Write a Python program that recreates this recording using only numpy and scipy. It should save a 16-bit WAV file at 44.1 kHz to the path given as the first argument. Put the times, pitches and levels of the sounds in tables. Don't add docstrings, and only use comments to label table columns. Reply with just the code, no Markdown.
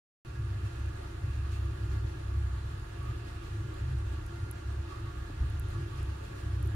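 import sys
import numpy as np
from scipy import signal
from scipy.fft import rfft, irfft, next_fast_len
from scipy.io import wavfile
from scipy.ndimage import uniform_filter1d, map_coordinates

SR = 44100
rng = np.random.default_rng(int(sys.argv[2]) if len(sys.argv) > 2 else 0)


def generate_wav(sig):
    pcm = np.round(np.clip(np.atleast_2d(sig).T, -1, 1) * 32767).astype(np.int16)
    wavfile.write(sys.argv[1], SR, pcm)


N = 297675

# (centre [Hz], width [Hz], relative level [dB], left-right [dB], left lead [rad])
DEEP_CHAMBER_MODES = [(67.83, 5.66, 2, -0.5, 0.017), (73.6, 30, -12, 0.5, -0.019)]
UPPER_CHAMBER_MODES = [(99.24, 8, 1.5, 0, 0), (108.7, 16.9, -4, 0, 0), (123.3, 20.4, -11.5, 0, 0.0065)]
FLUE_MODES = [(191.7, 9.7, -12, -0.093, 0), (297.2, 24, -5.5, 0, -1), (318, 8.6, -2.5, 0, -0.5),
              (338.8, 8.3, .5, .5, -.5), (369.2, 42, -1.5, 0.081, 0.9), (428, 42, -10.5, 1, 1.5),
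              (526, 41, -15, 0.69, -3), (559, 53, -4.5, -0.59, 3.5)]
CHIMNEY_MODES = [(40.8, 4.9, 0, 0, -0.021), (131.9, 9.6, -5, 1.5, -0.013), (153.6, 21, -16, -2.5, -0.16)]
HOUSING_MODES = [(697.4, 18, -5, -10, 0.2), (765, 17, -4, 0.5, -3.5), (880, 52, -3.5, -12, 2),
                 (1360, 110, -7.5, -15, 1.2), (1578, 65, -2, -5, 1.5), (1652.4, 20, -0.5, -10.5, -1),
                 (1710, 48, -5, -19.5, -1.3), (1893, 26, -2, 4.5, 1.8), (2076, 15, -7, 11, -2)]
SIZZLE_BANDS = [(4330, 130, 1.5, -7, 2.8), (6800, 300, 0, -3, 2.04), (9280, 350, -4.5, -7, 4.1),
                (10870, 1100, -3.5, -14, 1.5)]
FLARE_MODES = [(1128, 26, -3, -15, 0.3), (1165, 40, -3, -5, 1.4), (1196, 28, 2, -5, 2.5),
               (1223, 17, -4, -9, 0.65), (1263, 11.5, -2.5, -7.5, -1.2)]
WHISTLE_MODES = [(2490, 70, -2.5, -11, -2), (2692, 28, 0.5, -9, 2), (2670, 320, -2.5, -5, 0)]

# (start [s], length [s], deep mode drive [dB], upper mode drive [dB])
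FLAME_SURGES = [(0.36, .32, -38, -35), (.77, 0.13, -35.5, -39.5), (1.212, .49, -34.5, -37),
                (1.803, 0.26, -35, -35.5), (2.227, 0.094, -38, -40.5), (2.34, .22, -32.5, -38.5),
                (2.626, .13, -39.5, -42.5), (2.98, 0.19, -41.5, -40), (3.48, .18, -45.5, -38),
                (3.801, 0.37, -35, -37.5), (4.375, 0.067, -43, -37.5), (4.65, .17, -36, -41.5),
                (5.02, .05, -51, -39), (5.15, 0.064, -39.5, -56), (5.385, 0.19, -31, -40.5),
                (5.633, 0.2, -43, -37), (5.988, 0.14, -36, -41), (6.44, 0.31, -34.5, -35)]
# (time [s], level [dB])
FLUE_ENVELOPE = [(.25, -57.5), (.72, -52), (1.42, -54), (1.82, -50), (2.88, -58), (3.0, -52), (3.42, -54),
                 (3.63, -49.5), (3.82, -53), (4.7, -53), (4.95, -51), (5.58, -56), (5.8, -48.5),
                 (6.12, -54), (6.75, -50)]
CHIMNEY_ENVELOPE = [(.25, -52), (1.0, -47.5), (1.7, -45.5), (3.2, -48), (4.25, -45), (4.75, -51),
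                    (5.75, -42), (6.2, -48.5), (6.75, -48)]
# (time [s], gain [dB])
DRAUGHT_ENVELOPE = [(.25, -3), (.65, 0.4), (2.1, -.5), (3.2, 0.3), (4.7, -0.24), (6.0, .5), (6.75, -.3)]
# (time [s], level re hiss [dB])
SIZZLE_ENVELOPE = [(.25, -9.5), (2.7, -9), (3.6, -12.5), (6.75, -9.5)]

# (frequency [Hz], relative density [dB])
AIR_SPECTRUM = [(15, -5), (30, 4.5), (130, 10.5), (175, 6.5), (220, 6), (260, 5.5), (450, 2.5), (650, 2),
                (980, -0.5), (1250, -1.5), (1750, -1.5), (2100, -10.5), (3000, -13.5), (7000, -50)]
HISS_SPECTRUM = [(800, -17.5), (2000, -1.5), (2900, 1), (4000, -1), (5200, -5.5), (6800, -7.5),
                 (8000, -9.5), (9500, -10.5), (11000, -19), (12200, -17.5), (14000, -20.5), (15500, -21)]
# (frequency [Hz], left-right [dB])
FLOW_BALANCE = [(400, 1), (1000, -1.5), (1500, -5), (2100, 0.5), (2700, -2.5), (5000, 0.5), (8000, 2.5),
                (9500, -1.5), (11000, -5), (13000, -2.5), (15000, 0)]
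# (frequency [Hz], left-right correlation [-1..1])
FLOW_CORRELATION = [(100, 1), (170, 0.93), (250, 0.96), (420, 0.13), (560, -0.85), (800, -0.43),
                    (1100, 0.36), (1650, 0.29), (2200, 0.015)]

# (start [s], length [s], drive [dB])
GAS_SPURTS = [(.64, 0.034, -60), (1.51, 0.051, -57.5), (1.9, .06, -63), (3.24, 0.048, -63),
              (3.42, 0.09, -64.5), (4.11, 0.027, -61), (4.89, 0.034, -61), (5.7, 0.038, -62),
              (5.95, .04, -62), (6.23, 0.035, -60.5), (6.35, 0.055, -58.5)]
JET_FLARES = [(1.35, 0.28, -61), (2.98, 0.15, -57), (4.91, 0.05, -50), (5.05, 0.076, -54),
              (5.72, 0.051, -56), (5.91, 0.078, -55)]
JET_WHISTLES = [(.62, .24, -67), (1.24, 0.16, -61), (1.51, .07, -60), (3.2, .3, -68), (5.96, .07, -65),
                (6.18, 0.18, -66.5)]

# (peak time [s], drive [dB], pitch [Hz], rise [s])
COAL_TICKS = [(.861, -46, 9100, .0002), (3.0299, -51, 10600, .0008), (3.7422, -44, 10100, .0001),
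              (3.9876, -46, 9400, .0002), (4.2653, -36, 9700, 0.000094), (4.5129, -28, 11100, 0.0003),
              (5.5006, -44, 10200, .0002), (5.5977, -27, 11200, 0.000093), (5.6869, -45, 10000, .00046),
              (5.7028, -45, 13000, .0001), (5.98, -44, 10700, .0001), (6.0303, -38, 10200, .00013),
              (6.6283, -33.5, 10600, .0001), (6.66, -39.5, 12200, .00014), (6.6753, -38, 10300, .00016)]
# (start [s], peak [dB], pitch [Hz], rise [s])
BED_KNOCKS = [(5.298, -38.5, 304, 0.0042), (5.298, -45.5, 610, 0.0013), (6, -44, 300, 0.0038),
              (5.42, -38, 200, .0027), (5.405, -26, 56, .014)]
# (frequency [Hz], level [dB], left-right [dB])
MOTOR_LINES = [(700, -79, -8), (900, -75, -2), (1400, -68.5, -14), (1500, -74.5, -6)]


def flames(calm_db=-44.5, attack_s=.04, release_s=.044, flicker_db=1.07):
    surges = np.array(FLAME_SURGES)
    flicker = amp(flicker_db * wobble(rate_hz=20))
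    deep_drive = swells(surges[:, [0, 1, 2]], calm_db, attack_s, release_s)
    upper_drive = swells(surges[:, [0, 1, 3]], calm_db, attack_s, release_s)
    deep = deep_drive * sustain(resonate(DEEP_CHAMBER_MODES), span_s=.092)
    upper = upper_drive * sustain(resonate(UPPER_CHAMBER_MODES), span_s=.096)
    flue_db = envelope(FLUE_ENVELOPE) + .52 + .87 * wobble(15)
    flue = amp(flue_db) * sustain(resonate(FLUE_MODES), span_s=.17)
    chimney = amp(envelope(CHIMNEY_ENVELOPE)) * sustain(resonate(CHIMNEY_MODES), span_s=.25)
    return flicker * (deep + upper) + flue + chimney


def blower():
    flutter = wobble(rate_hz=28)
    housing_db = -59.5 + .52 * flutter + .59 * wobble(9)
    housing = amp(housing_db) * sustain(resonate(HOUSING_MODES), span_s=.33)
    air_db = -52.5 + .58 * flutter + .13 * wobble(3.4)
    air = amp(air_db) * flow_noise(AIR_SPECTRUM, eddy_db=.93)
    hiss = flow_noise(HISS_SPECTRUM, eddy_db=1)
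    sizzle = amp(envelope(SIZZLE_ENVELOPE)) * resonate(SIZZLE_BANDS)
    spurts = swells(GAS_SPURTS, rest_db=-59.5, attack_s=.02, release_s=.025)
    coal_bed = spurts * amp(.5 * flutter) * (hiss + sizzle)
    return amp(envelope(DRAUGHT_ENVELOPE)) * (housing + air + coal_bed)


def jets(flare_rest_db=-59.5, whistle_rest_db=-68, attack_s=.054, release_s=.047):
    flare_drive = swells(JET_FLARES, flare_rest_db, attack_s, release_s) * amp(1.25 * wobble(18))
    whistle_drive = swells(JET_WHISTLES, whistle_rest_db, attack_s, release_s) * amp(1.3 * wobble(8))
    flares = flare_drive * sustain(resonate(FLARE_MODES), span_s=.27)
    return flares + whistle_drive * resonate(WHISTLE_MODES)


def coal_ticks(snap_gain=.1, echo_db=-34, echo_t60_s=.033, faint_count=70):
    t, ticks = np.arange(SR // 20) / SR, np.zeros(N)
    faint = [(when ** .8 * N / SR, -58 + 10 * size ** 2, 8000 + 4000 * pitch, .0002)
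             for when, size, pitch in rng.random((faint_count, 3))]
    echo = amp(echo_db - 60 * t / echo_t60_s)
    for peak_s, db, hz, rise_s in COAL_TICKS + faint:
        ring = burst(t, hz, rise_s)
        snap = snap_gain * np.exp(-t / (2 * rise_s))
        noise = (snap + echo) * rng.standard_normal(len(t))
        add(ticks, peak_s - rise_s, amp(db) * (ring + noise))
    bandpass = signal.butter(2, [6000, 14500], "band", fs=SR, output="sos")
    return signal.sosfilt(bandpass, ticks) * amp([[-14], [.3]])


def settling_lump():
    t, bed = np.arange(SR // 5) / SR, np.zeros(N)
    for start_s, db, hz, rise_s in BED_KNOCKS:
        add(bed, start_s, amp(db) * burst(t, hz, rise_s))
    return bed


def motor():
    t, whine = np.arange(N) / SR, 0
    for hz, db, balance_db in MOTOR_LINES:
        fading_db = 2 * wobble(4.09) + wobble(13)
        drift_rad = .5 * wobble(7)
        tone = np.sqrt(2) * np.sin(2 * np.pi * hz * t + drift_rad)
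        whine = whine + amp(db + fading_db) * pan(balance_db) * tone
    return whine


def resonate(modes):
    hz, spectrum = bins_hz(), 0
    for centre_hz, width_hz, db, balance_db, lead_rad in modes:
        detune = 2 * (hz - centre_hz) / width_hz
        ring = unit_rms(1 / np.sqrt(1 + detune ** 4)) * white_spectrum(hz)
        ears = pan(balance_db) * np.exp([[.5j * lead_rad], [-.5j * lead_rad]])
        spectrum = spectrum + amp(db) * ears * ring
    return unit_rms(irfft(spectrum)[:, :N])


def flow_noise(spectrum, eddy_db):
    hz = bins_hz()
    spread_rad = np.arccos(np.clip(log_interp(FLOW_CORRELATION, hz), -1, 1)) / 2
    mid = np.cos(spread_rad) * white_spectrum(hz)
    side = np.sin(spread_rad) * white_spectrum(hz)
    colour = amp(log_interp(spectrum, hz)) * pan(log_interp(FLOW_BALANCE, hz))
    noise = irfft(np.array([mid + side, mid - side]) * colour)
    frames = signal.stft(noise, nperseg=512)[2]
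    eddies = uniform_filter1d(rng.standard_normal(frames.shape[1:]), size=14, axis=0)
    eddies = unit_rms(uniform_filter1d(eddies, size=10, axis=1))
    return unit_rms(signal.istft(frames * amp(eddy_db * eddies), nperseg=512)[1][:, :N])


def sustain(x, span_s):
    power = uniform_filter1d(np.mean(x ** 2, axis=0), int(span_s * SR))
    return x / np.sqrt(np.abs(power) + 1e-6)


def swells(rows, rest_db, attack_s, release_s):
    t, power = np.arange(N) / SR, amp(rest_db) ** 2
    for start_s, length_s, db in rows:
        rise = np.clip((t - start_s) / attack_s + .5, 0, 1)
        decay = np.exp(-np.maximum(t - start_s - length_s, 0) / release_s)
        power = power + (amp(db) * rise * decay) ** 2
    return np.sqrt(power)


def burst(t, hz, rise_s):
    age = t / rise_s
    return (age * np.exp(1 - age)) ** 2 * np.sin(2 * np.pi * hz * t + rng.uniform(0, 2 * np.pi))


def wobble(rate_hz):
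    knots = rng.standard_normal(int(N * rate_hz / SR) + 4)
    return map_coordinates(knots, [np.arange(N) * rate_hz / SR])


def envelope(points):
    return np.interp(np.arange(N) / SR, *np.transpose(points))


def log_interp(points, hz):
    knots_hz, values = np.transpose(points)
    return np.interp(np.log(hz + 1), np.log(knots_hz + 1), values)


def bins_hz():
    return np.fft.rfftfreq(2 * next_fast_len(N // 2 + 4096), 1 / SR)


def white_spectrum(hz):
    return rng.standard_normal(len(hz)) + 1j * rng.standard_normal(len(hz))


def amp(db):
    return 10 ** (np.asarray(db) / 20)


def unit_rms(x):
    return x / np.sqrt(np.mean(x ** 2) + 1e-30)


def pan(balance_db):
    return amp(np.vstack([balance_db, -balance_db]) / 2)


def add(track, start_s, x):
    part = track[max(round(start_s * SR), 0):][:len(x)]
    part += x[:len(part)]


def scene():
    return flames() + blower() + jets() + motor() + coal_ticks() + settling_lump()


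def record(dry):
    start_s, cutoff_hz = .249, 15750
    hz = bins_hz()
    gated = dry * (np.arange(N) / SR >= start_s)
    return irfft(rfft(gated, 2 * (len(hz) - 1)) * (hz < cutoff_hz))[:, :N]


dry = scene()
out = record(dry)
generate_wav(out)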